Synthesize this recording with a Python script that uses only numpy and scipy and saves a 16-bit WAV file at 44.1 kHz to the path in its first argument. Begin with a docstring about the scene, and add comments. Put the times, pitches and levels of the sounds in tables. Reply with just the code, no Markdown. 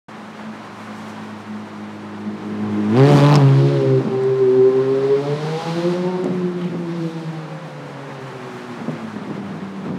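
"""A city street: a sports car cruises up, opens its throttle beside the microphone and roars away.
Periodic firing makes a harmonic drone, coloured by pipe resonances. At close range shock fronts and
turbulent gas rasp and crack; uneven combustion burbles, and unburnt fuel pops in the pipe.
Other cars roll past on hissing tyres, and the house fronts reflect the exhaust sound."""
import sys
import numpy as np
from scipy import signal
from scipy.fft import rfft, irfft
from scipy.io import wavfile
from scipy.ndimage import uniform_filter1d

SR = 44100
rng = np.random.default_rng(int(sys.argv[2]) if len(sys.argv) > 2 else 0)


def master_out(mix):
    """Clip the mix to full scale and print it as 16-bit PCM to the path in sys.argv[1]."""
    frames = np.transpose(np.atleast_2d(mix))
    ceiling = np.clip(frames, -1, 1)
    pcm = np.round(ceiling * 32767).astype(np.int16)
    wavfile.write(sys.argv[1], SR, pcm)


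N = 440118
TIME = np.arange(N) / SR
PASS_S, PASS_WIDTH_S = 3.272, 0.24  # closest approach; the car's distance then, divided by its speed
BURST_PHASE = .17  # where the gas burst falls in each firing cycle [turns]
# the silencer's response: (frequency [Hz], gain [dB])
SILENCER = [(40, -31.5), (85, -29), (125, -6), (170, 4), (250, 0), (350, -3.5), (480, -9), (700, -15.5),
            (1200, -22), (3000, -63)]


def amp(db):
    """Decibels to amplitude ratio."""
    return 10 ** (np.asarray(db) / 20)


def unit(x):
    """Normalisation to rms 1."""
    return x / np.sqrt(np.mean(x ** 2) + 1e-20)


def curves(rows):
    """Linear interpolation of each column of a table over time."""
    s, *columns = np.transpose(rows)
    return [np.interp(TIME, s, c) for c in columns]


def read(points, hz):
    """Interpolation of a spectrum at hz, on a logarithmic frequency axis."""
    f, value = np.transpose(points)
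    return np.interp(np.log(hz + 1), np.log(f + 1), value)


def hump(s, half_s):
    """A Gaussian envelope of height 1 around time s."""
    return np.exp(-((TIME - s) / half_s) ** 2)


def wander(hz):
    """Random modulation: noise of rms 1, low-passed at hz."""
    count = N // 64 + 2
    f = np.fft.rfftfreq(count, 64 / SR)
    slow = irfft(rfft(rng.standard_normal(count)) / (1 + (f / hz) ** 4))
    return unit(np.interp(np.arange(N) / 64, np.arange(len(slow)), slow))


def ring(colour, size=4096):
    """The minimum-phase impulse response of a body with this spectrum."""
    log_gain = np.log(amp(read(colour, abs(np.fft.fftfreq(size, 1 / SR)))))
    return np.fft.ifft(np.exp(np.conj(signal.hilbert(log_gain)))).real[:size // 2]


def through(x, colour):
    """Convolution with a body's impulse response, scaled to rms 1."""
    return unit(signal.oaconvolve(x, ring(colour))[:N])


def add(mix, s, sound):
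    """Superposition: adds a sound at s seconds."""
    part = mix[max(round(s * SR), 0):][:len(sound)]
    part += sound[:len(part)]


def snap(decay_s, colour):
    """A transient: filtered noise with a Gaussian decay, of peak 1."""
    t = np.arange(900) / SR
    burst = signal.fftconvolve(rng.standard_normal(len(t)) * np.exp(-(t / decay_s) ** 2), ring(colour))
    return burst / abs(burst).max()


def tyres(colour, cars, peaks_db, floor_db, spread, rough_db):
    """Incoherent sources add in power: a noise floor plus each car, modulated by rough asphalt."""
    power = amp(floor_db) ** 2
    for (s, approach_s, retreat_s, *_), db in zip(cars, peaks_db):
        away = (TIME - s) / (spread * np.where(TIME < s, approach_s, retreat_s))
        power = power + amp(db) ** 2 / (1 + away ** 2) ** 1.56
    return np.sqrt(power) * amp(rough_db * wander(14)) * through(rng.standard_normal(N), colour)


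def traffic():
    """Rolling noise: tread roar carries from the whole street; hiss and grit rise as a car nears."""
    # passing cars: (closest time [s], approach [s], retreat [s], roar [dB], hiss [dB], grit [dB])
    cars = [(1.1, 0.7, 0.3, -39, -53.5, -56), (3.149, 0.11, 0.15, -24, -66, -40.5),
            (3.62, 0.15, 0.33, -36.5, -39.5, -60), (5.76, 0.56, 0.27, -32.5, -36.5, -52),
            (7.02, 0.18, 0.42, -64.5, -46.5, -59), (8.7, 0.67, 0.48, -37, -53.5, -56.5)]
    # spectra of tread roar, hiss and grit spray: (frequency [Hz], gain [dB])
    roar_colour = [(25, -27), (50, -17), (75, -2.5), (130, -11), (250, -4.5), (450, -2), (700, -0.5),
                   (1000, 1), (1500, -4), (2200, -9), (3500, -17.5), (6000, -28.5), (10000, -38.5),
                   (16000, -63.5)]
    hiss_colour = [(600, -38), (1500, -7.5), (2500, -4), (4000, 0), (5200, -7), (7000, -16.5),
                   (10000, -23.5), (16000, -53.5)]
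    grit_colour = [(3000, -35.5), (5500, -1.5), (7500, -5.5), (10000, -11), (12000, -15.5), (15500, -22.5)]
    *_, roar_db, hiss_db, grit_db = np.transpose(cars)
    roar = tyres(roar_colour, cars, roar_db, floor_db=-38, spread=1.54, rough_db=0.63)
    hiss = tyres(hiss_colour, cars, hiss_db, floor_db=-55.5, spread=0.74, rough_db=0.5)
    grit = tyres(grit_colour, cars, grit_db, floor_db=-62, spread=0.61, rough_db=1.5)
    return roar + hiss + grit


def scuff(level_db=-44.5):
    """Random amplitude modulation gives noise the grain of a short, soft scrape."""
    # spectrum of the scrape: (frequency [Hz], gain [dB])
    colour = [(800, -23), (2000, 2), (3200, 2), (5000, -12), (14000, -33)]
    grains = rng.standard_normal(N) * amp(2.7 * wander(120))
    return amp(level_db) * hump(6.64, 0.064) * through(grains, colour)


def ticks(decay_s=0.0012):
    """Brief transients are broadband: bright ticks, like grit flicked from a tyre."""
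    # ticks from the road: (time [s], peak level [dB])
    flicks = [(4.236, -35), (6.243, -26), (6.646, -37), (7.33, -41)]
    # their spectrum: (frequency [Hz], gain [dB])
    colour = [(1500, -12), (4000, -2), (7500, 0), (10500, -13), (14500, -18), (16000, -30)]
    out = np.zeros(N)
    for s, db in flicks:
        add(out, s, amp(db) * snap(decay_s, colour))
    return out


def remoteness(reach_s=2.57):
    """Direct against reflected field: 0 beside the car, nearing 1 where reflections dominate."""
    return 1 - hump(PASS_S, reach_s)


def street(x, delay_s=.025, echoes_per_s=1500):
    """Reverberation: scattered echoes from the house fronts, the treble dying first."""
    # the street's decay: (frequency [Hz], reverberation time [s])
    t60 = [(100, 0.87), (500, 0.84), (2000, 0.31), (8000, 0.29)]
    taps = rng.standard_normal(SR) * (rng.random(SR) < echoes_per_s / SR) * (TIME[:SR] > delay_s)
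    hz, t, spectra = signal.stft(taps, SR, nperseg=256)
    tail = signal.istft(spectra * amp(-60 * t / read(t60, hz)[:, None]), SR, nperseg=256)[1]
    return signal.oaconvolve(x, tail / np.linalg.norm(tail))[:N]


def late_echo(note, delay_s=.33, cutoff_hz=240, gain_db=-4):
    """Interference: bass returned late by distant house fronts beats against the gliding note."""
    out = np.zeros(N)
    add(out, delay_s, signal.sosfilt(signal.butter(2, cutoff_hz, fs=SR, output="sos"), note))
    return amp(gain_db) * out * remoteness() ** 2 * (TIME > PASS_S)


def throttle():
    """Engine load: a kick beside the microphone, a long pull, then the lift-off."""
    # the driver's foot: (time [s], throttle opening [0-1])
    pedal = [(2.2, 0.22), (2.6, 0.56), (2.92, 0.4), (2.97, 0.96), (3.36, 0.92), (3.385, 0.74), (3.95, 0.44),
             (4.15, 0.67), (5.6, 0.96), (6.2, 0.86), (6.4, 0.42), (7.4, 0.6), (7.9, 0.3)]
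    return np.clip(curves(pedal)[0], 0, 1)


def loaded(top_db, idle_drop_db, falloff):
    """Level in dB that rises with load and falls by falloff times the spherical spreading loss."""
    spreading_db = 10 * np.log10(1 + ((TIME - PASS_S) / PASS_WIDTH_S) ** 2)
    return top_db - idle_drop_db * (1 - throttle()) - falloff * spreading_db


def burble(turns, floor_db=-41.5):
    """Impulse excitation: each firing is too strong or too weak, and the error booms in the silencer."""
    # ragged combustion as the load changes: (time [s], half length [s], level [dB])
    bouts = [(2.75, 0.28, -32), (3.147, 0.04, -15.5), (3.358, 0.024, -18.5), (3.72, 0.15, -30.5),
             (4.042, 0.059, -29.5), (5.294, 0.24, -36.5), (6.15, 0.53, -37.5), (6.706, 0.13, -34.5),
             (8.816, 0.036, -30), (9.276, 0.11, -30.5), (9.57, 0.059, -30.5), (9.893, 0.086, -25)]
    fires = np.diff(np.floor(2 * turns), prepend=0) > 0  # both cylinder banks
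    kicks = fires * rng.uniform(-0.98, 1, N)
    power = amp(floor_db) ** 2 + sum(amp(db) ** 2 * hump(s, half_s) for s, half_s, db in bouts)
    return np.sqrt(power) * through(kicks, SILENCER)


def pops(gain_db=3.0, gust_db=-23, gust_s=0.013):
    """Afterfire: a pressure impulse and a short gust of gas, low-passed by the silencer."""
    # unburnt fuel igniting in the pipe: (time [s], relative peak level [dB])
    ignitions = [(3.369, -7), (4.006, -15), (4.05, -19.5), (4.063, -18), (4.073, -12.5), (6.239, -16.5),
                 (6.257, -14.5), (6.275, -20), (6.305, -18), (6.746, -21), (6.816, -27.5), (8.881, -16.5),
                 (8.893, -18), (9.161, -20), (9.274, -23), (9.31, -20.5), (9.378, -21.5), (9.903, -18),
                 (9.919, -20)]
    out, t = np.zeros(N), np.arange(3000) / SR
    muffle = signal.butter(2, 750, fs=SR, output="sos")
    for s, db in ignitions:
        gust = amp(gust_db) * rng.standard_normal(len(t)) * np.exp(-t / gust_s)
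        boom = signal.sosfilt(muffle, signal.fftconvolve((t == 0) + gust, ring(SILENCER)))
        add(out, s, amp(db + gain_db) * boom / abs(boom).max())
    return out


def cracks(shock_db=-4, gas_db=-3, ping_db=-7, ping_hz=5150, ping_s=.0017):
    """Shock waves: the hardest blasts crack, with a spurt of gas and a ping of the metal tip."""
    # tailpipe blasts: (time [s], relative level [dB], decay of the spurt [s])
    blasts = [(3.036, -25, .0012), (3.2035, -20, 0.0011), (3.342, -15, 0.0013), (3.3553, -4, 0.0019),
              (3.3625, -15, .0014)]
    # their spectrum, with the pipe's metallic ring: (frequency [Hz], gain [dB])
    colour = [(300, -12), (1000, -2), (2200, -1), (3500, -2), (4500, -1), (5300, 1), (6000, -8),
              (8200, -14), (10000, -24), (15500, -44)]
    out, t = np.zeros(N), np.arange(900) / SR
    shock = ring(colour)
    ping = amp(ping_db) * np.exp(-(t / ping_s) ** 2) * np.sin(2 * np.pi * ping_hz * t)
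    for s, db, decay_s in blasts:
        add(out, s, amp(db + shock_db) * shock / abs(shock).max())
        add(out, s, amp(db + gas_db) * snap(decay_s, colour))
        add(out, s, amp(db) * ping)
    return out


def rasp(turns, spread_db=3, burst_turns=.14, bark_db=-4, spit_db=-9, spit_s=0.0021, tear_db=-20):
    """A pulsed jet: each firing leaves as a shock front, a turbulent burst and a spit of random pitch."""
    # spectra of the turbulence, the shock fronts and a hoarse tearing: (frequency [Hz], gain [dB])
    gas_colour = [(30, -16), (200, -8.5), (500, -1), (1000, 0), (1500, -5), (2500, -6), (4000, -9.5),
                  (5200, -15), (7000, -23), (10000, -29.5), (15500, -50)]
    bark_colour = [(300, -43), (900, -15), (1300, -3), (1700, 3.5), (1950, -9), (2300, -3), (3000, -2.5),
                   (4000, -10.5), (5200, -17), (9000, -41)]
    tear_colour = [(300, -26), (650, 2), (850, 3), (1250, -2), (1550, -22), (5000, -42)]
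    cycle = np.floor(turns).astype(int)
    strength, pitch, late = rng.uniform(-0.93, 1, (cycle[-1] + 1, 3))[cycle].T
    push = amp(spread_db * strength)
    since = turns % 1 - BURST_PHASE
    flow = .28 + push * np.exp(-(since / burst_turns) ** 2)  # some gas flows between bursts
    gas = through(flow * rng.standard_normal(N), gas_colour)
    fronts = np.diff(1. * (since > late / 80), prepend=0) > 0
    bark = amp(bark_db) * through(fronts * push, bark_colour)
    t = (since - 0.06 * late) / (SR * np.gradient(turns))  # seconds from the middle of the spit
    spit = push ** 2 * np.exp(-(t / spit_s) ** 2) * np.sin(2 * np.pi * 3600 * 1.4 ** pitch * t)
    tear = amp(tear_db) * hump(3.33, 0.043) * through(flow * rng.standard_normal(N), tear_colour)
    level_db = loaded(top_db=-25, idle_drop_db=36, falloff=1.42)
    return amp(level_db) * (gas + bark + amp(spit_db) * unit(spit)) + tear


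def partial(turns, flutter):
    """Multipath fading: one engine harmonic of rms 1 whose level and phase flutter."""
    angle = 2 * np.pi * turns
    wave = (1 + flutter * wander(14.5)) * np.cos(angle) + flutter * wander(9.5) * np.sin(angle)
    return wave / np.sqrt(.5 + flutter ** 2)


def growl(hz, turns, width_hz=95):
    """Period doubling: unequal cylinders add half harmonics, picked out by a pipe resonance."""
    # the growl's band: (time [s], level [dB], centre [Hz])
    uneven = [(0, -54.5, 368), (1.7, -45, 375), (2.3, -40, 375), (2.95, -31, 366), (3.14, -19, 340),
              (3.22, -36, 345), (3.45, -40, 353), (3.65, -19, 360), (4.0, -30, 352), (4.15, -41.5, 396),
              (5.4, -39.5, 420), (5.9, -46, 440), (6.8, -57, 510), (7.35, -47, 550), (7.6, -37.5, 530),
              (8.15, -47, 469.6), (8.6, -54, 440)]
    # half harmonics: (frequency [multiples of the firing rate], relative level [dB])
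    half_orders = [(1.5, -8), (2.5, 0), (3.5, -3), (4.5, -10), (5.5, -9)]
    db, centre = curves(uneven)
    gains = [amp(level) / (1 + ((k * hz - centre) / width_hz) ** 4) for k, level in half_orders]
    lines = sum(g * partial(k * turns, flutter=.2) for (k, _), g in zip(half_orders, gains))
    return amp(db) * lines / np.sqrt(sum(g ** 2 for g in gains))


def swell_db(k):
    """Amplitude modulation: harmonic k briefly swells or dips."""
    # swells and dips: (time [s], half length [s], harmonic number, gain [dB])
    swells = [(0.3, 0.29, 1, -6), (0.342, 0.028, 2, -10), (0.505, 0.062, 2, 7), (.68, 0.1, 2, -9.5),
              (1.445, 0.026, 2, -11), (1.55, 0.057, 2, 6.5), (1.68, 0.022, 2, -8), (2.096, 0.22, 2, -3.5),
              (2.278, 0.023, 2, 7.5), (2.404, 0.039, 2, -13), (2.0, 0.41, 3, 7), (2.8, 0.046, 3, 9.5),
              (2.658, 0.15, 1, 11), (3.023, 0.078, 3, 9.5), (3.083, 0.037, 7, -22), (3.043, 0.059, 6, -7),
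              (3.233, 0.028, 4, 10), (3.268, 0.05, 5, -17), (3.272, 0.045, 1, 1.5), (3.53, 0.16, 4, -9.5),
              (3.58, 0.11, 3, -2), (3.6, 0.15, 6, -9), (3.627, 0.28, 2, -9), (3.829, 0.035, 1, -7.5),
              (3.88, 0.24, 4, 7.5), (4.158, 0.058, 6, 9.5), (4.3, 0.2, 2, -9.5), (4.45, .2, 4, -3),
              (4.523, .04, 1, -3), (4.722, .04, 1, -9), (4.744, 0.036, 3, -4.5), (4.9, 0.61, 8, 7.5),
              (5.03, 0.01, 3, -3.5), (5.118, 0.066, 3, 7), (5.25, 0.029, 3, -19), (5.36, 0.077, 1, 2.5),
              (5.382, 0.036, 3, -12), (5.52, 0.21, 2, -14), (5.592, 0.034, 1, -14), (5.62, 0.22, 5, 3),
              (5.68, 0.072, 3, -4), (6.018, 0.05, 2, -6), (6.14, 0.12, 4, 15.5), (6.158, 0.11, 5, 9.5),
              (6.38, .03, 1, 2.5), (6.422, 0.072, 2, 9.5), (6.526, 0.019, 1, -10), (6.613, 0.016, 1, -7),
              (6.655, 0.028, 1, 6), (6.688, .012, 1, -11), (6.862, .018, 1, -12), (6.897, 0.041, 2, 6),
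              (7.122, 0.042, 1, -7), (6.692, 0.019, 2, -8), (7.052, 0.056, 2, 5.5), (7.063, 0.05, 3, 4),
              (7.3, 0.48, 5, 8.5), (8.05, 0.45, 4, 24), (8.1, 0.59, 2, 5), (8.552, 0.41, 3, 4)]
    return sum(db * hump(s, half_s) for s, half_s, harmonic, db in swells if harmonic == k)


def tailpipe(hz):
    """Resonance: the gain that a high harmonic meets as it glides through the pipe's modes."""
    # spectral envelope of the blare: (frequency [Hz], gain [dB])
    colour = [(400, -12), (570, -4), (1000, 1), (1500, -11), (2000, -14), (3500, -20.5)]
    # tailpipe resonances: (frequency [Hz], half width [Hz], lift [dB])
    howl = [(742, 170, 15.5), (1050, 11, 11)]
    return amp(read(colour, hz) + sum(db / (1 + ((hz - f) / width) ** 2) for f, width, db in howl))


def blare(hz, turns, dispersion=0.0076, steepen=0.29):
    """Nonlinear steepening: strong pulses turn brassy, tilting harmonics 5 to 24 towards the treble."""
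    # bands that flare up as the tailpipes sweep by:
    # (time [s], half length [s], centre [Hz], half width [Hz], lift [dB])
    flares = [(3.038, 0.069, 1900, 700, 12.5), (3.277, 0.051, 1050, 150, 10)]
    level_db = loaded(top_db=-20.5, idle_drop_db=27.5, falloff=0.8)
    orders = range(5, 25)
    slope = steepen * np.clip((level_db + 46) / 10, -1, 1)
    gains = [tailpipe(k * hz) * k ** slope for k in orders]
    flutter = .2 + 1.6 * remoteness()
    out = np.zeros(N)
    for k, gain in zip(orders, gains):
        flare_db = sum(db * hump(s, half_s) / (1 + ((k * hz - centre) / width) ** 2)
                       for s, half_s, centre, width, db in flares)
        wave = partial(k * (turns - BURST_PHASE) + dispersion * k ** 2, flutter)
        out += gain * amp(swell_db(k) + flare_db) * wave
    return amp(level_db) * out / np.sqrt(sum(g ** 2 for g in gains))


def harmonic_db(k, hz, brighten_db=22.5):
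    """Source and filter: low harmonic k is direct beside the car, coloured by pipe and load afar."""
    # base level of the exhaust note: (time [s], level [dB])
    loudness = [(0, -41), (2.1, -31.5), (2.6, -25), (2.92, -17.5), (3.36, -18), (3.55, -17.5), (3.72, -18),
                (3.82, -16.5), (3.93, -14.5), (3.985, -15.5), (4.02, -27.5), (4.08, -34), (4.125, -20),
                (4.3, -16.5), (4.6, -14.5), (5.17, -20.5), (5.25, -16), (5.6, -19.5), (5.88, -15),
                (6.1, -21.5), (6.4, -29), (7.1, -26.5), (7.6, -38), (8.4, -37), (9.4, -32.5), (10, -33)]
    # harmonics 1 to 4 beside the car, and further off: (gain [dB])
    beside_db = [8.5, 3.5, -4.5, -5]
    afar_db = [1.5, 1.5, -0.5, -8.5]
    # the pipe's low resonances: (frequency [Hz], gain [dB])
    pipe = [(95, -20.5), (120, -16), (145, 1), (180, 1.5), (215, 0.5), (270, -11.5), (312, -10), (345, -4),
            (390, 1.5), (440, -8), (520, -14), (600, -17), (740, -29)]
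    beside = (np.tanh((TIME - 2.936) / 0.051) - np.tanh((TIME - 3.777) / 0.19)) / 2
    tilt_db = brighten_db * (throttle() - .5)  # per octave
    coloured_db = afar_db[k - 1] + read(pipe, k * hz) + tilt_db * np.log2(k / 2)
    return curves(loudness)[0] + beside * beside_db[k - 1] + (1 - beside) * coloured_db + swell_db(k)


def drone(hz, turns, dispersion=0.1018):
    """Periodic firing gives four strong harmonics; dispersion in the pipe rounds off the pulses."""
    # smearing of harmonics 1 to 4 by reflections as the car drives off: (flutter depth [ratio])
    smears = [.12, .2, .06, .6]
    waver = .22 * hump(5.86, 0.26)  # under full load, further up the street, the note breaks up
    scatter = .11 + .2 * remoteness() ** 2 + waver
    out = np.zeros(N)
    for k, smear in enumerate(smears, 1):
        flutter = scatter + smear * hump(4.5, .9)
        out += amp(harmonic_db(k, hz)) * partial(k * turns + dispersion * k ** 2, flutter)
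    return out


def scene(note_echo_db=-22, noise_echo_db=-11):
    """Superposition: exhaust sounds locked to one crankshaft, pops and cracks, echoes and the road."""
    # engine speed as heard, Doppler shift included: (time [s], firing rate of one cylinder bank [Hz])
    firing = [(0.1, 107.6), (1.17, 107.3), (2.08, 104), (2.43, 105), (2.86, 104.8), (2.925, 108.5),
              (2.99, 132.5), (3.034, 137), (3.08, 146), (3.2, 141.0), (3.3, 146), (3.36, 147.5),
              (3.44, 136.5), (3.55, 136), (3.7, 141), (3.86, 133), (4.0, 131), (4.2, 130.7), (4.39, 131),
              (4.5, 127.5), (4.77, 130.5), (5.19, 139.5), (5.57, 160.0), (5.86, 175), (6.2, 183.5),
              (6.4, 180), (6.58, 177), (6.96, 167), (7.49, 154), (8.06, 136.5), (8.75, 118.5), (9.31, 102),
              (9.98, 94)]
    hz = uniform_filter1d(curves(firing)[0], size=1200)
    hz *= 1 + .003 * wander(9)  # combustion is never quite even
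    jitter = .009 * remoteness() * wander(30)  # shifting echo paths roughen the far note
    turns = np.cumsum(hz * (1 + jitter)) / SR
    wadding = signal.butter(4, 2400, fs=SR, output="sos")  # the silencer's packing absorbs treble
    note = signal.sosfilt(wadding, drone(hz, turns) + blare(hz, turns) + growl(hz, turns))
    noise = signal.sosfilt(wadding, burble(turns)) + pops() + rasp(turns)
    echo = street(amp(note_echo_db) * note + amp(noise_echo_db) * noise)
    return (note + noise + echo + late_echo(note) + cracks() + ticks() + scuff() + traffic())[None]


def record(dry, ceiling=.74, knee=5, start_s=.083, edge_hz=15800):
    """Saturation and band limiting: the microphone cuts deep bass and overloads softly at the pass."""
    # the microphone's low cut: (frequency [Hz], gain [dB])
    low_cut = [(10, -31.5), (45, -9.5), (75, -10.5), (105, -1), (16000, -1.5)]
    thinned = signal.oaconvolve(dry, ring(low_cut)[None])[:, :N]
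    rounded = thinned / (1 + abs(thinned / ceiling) ** knee) ** (1 / knee)
    centred = signal.sosfilt(signal.butter(1, 45, "high", fs=SR, output="sos"), rounded)
    faded_in = centred * np.clip((TIME - start_s) / .003, 0, 1)
    return signal.sosfilt(signal.ellip(10, .1, 90, edge_hz, fs=SR, output="sos"), faded_in)


dry = scene()
out = record(dry)
master_out(out)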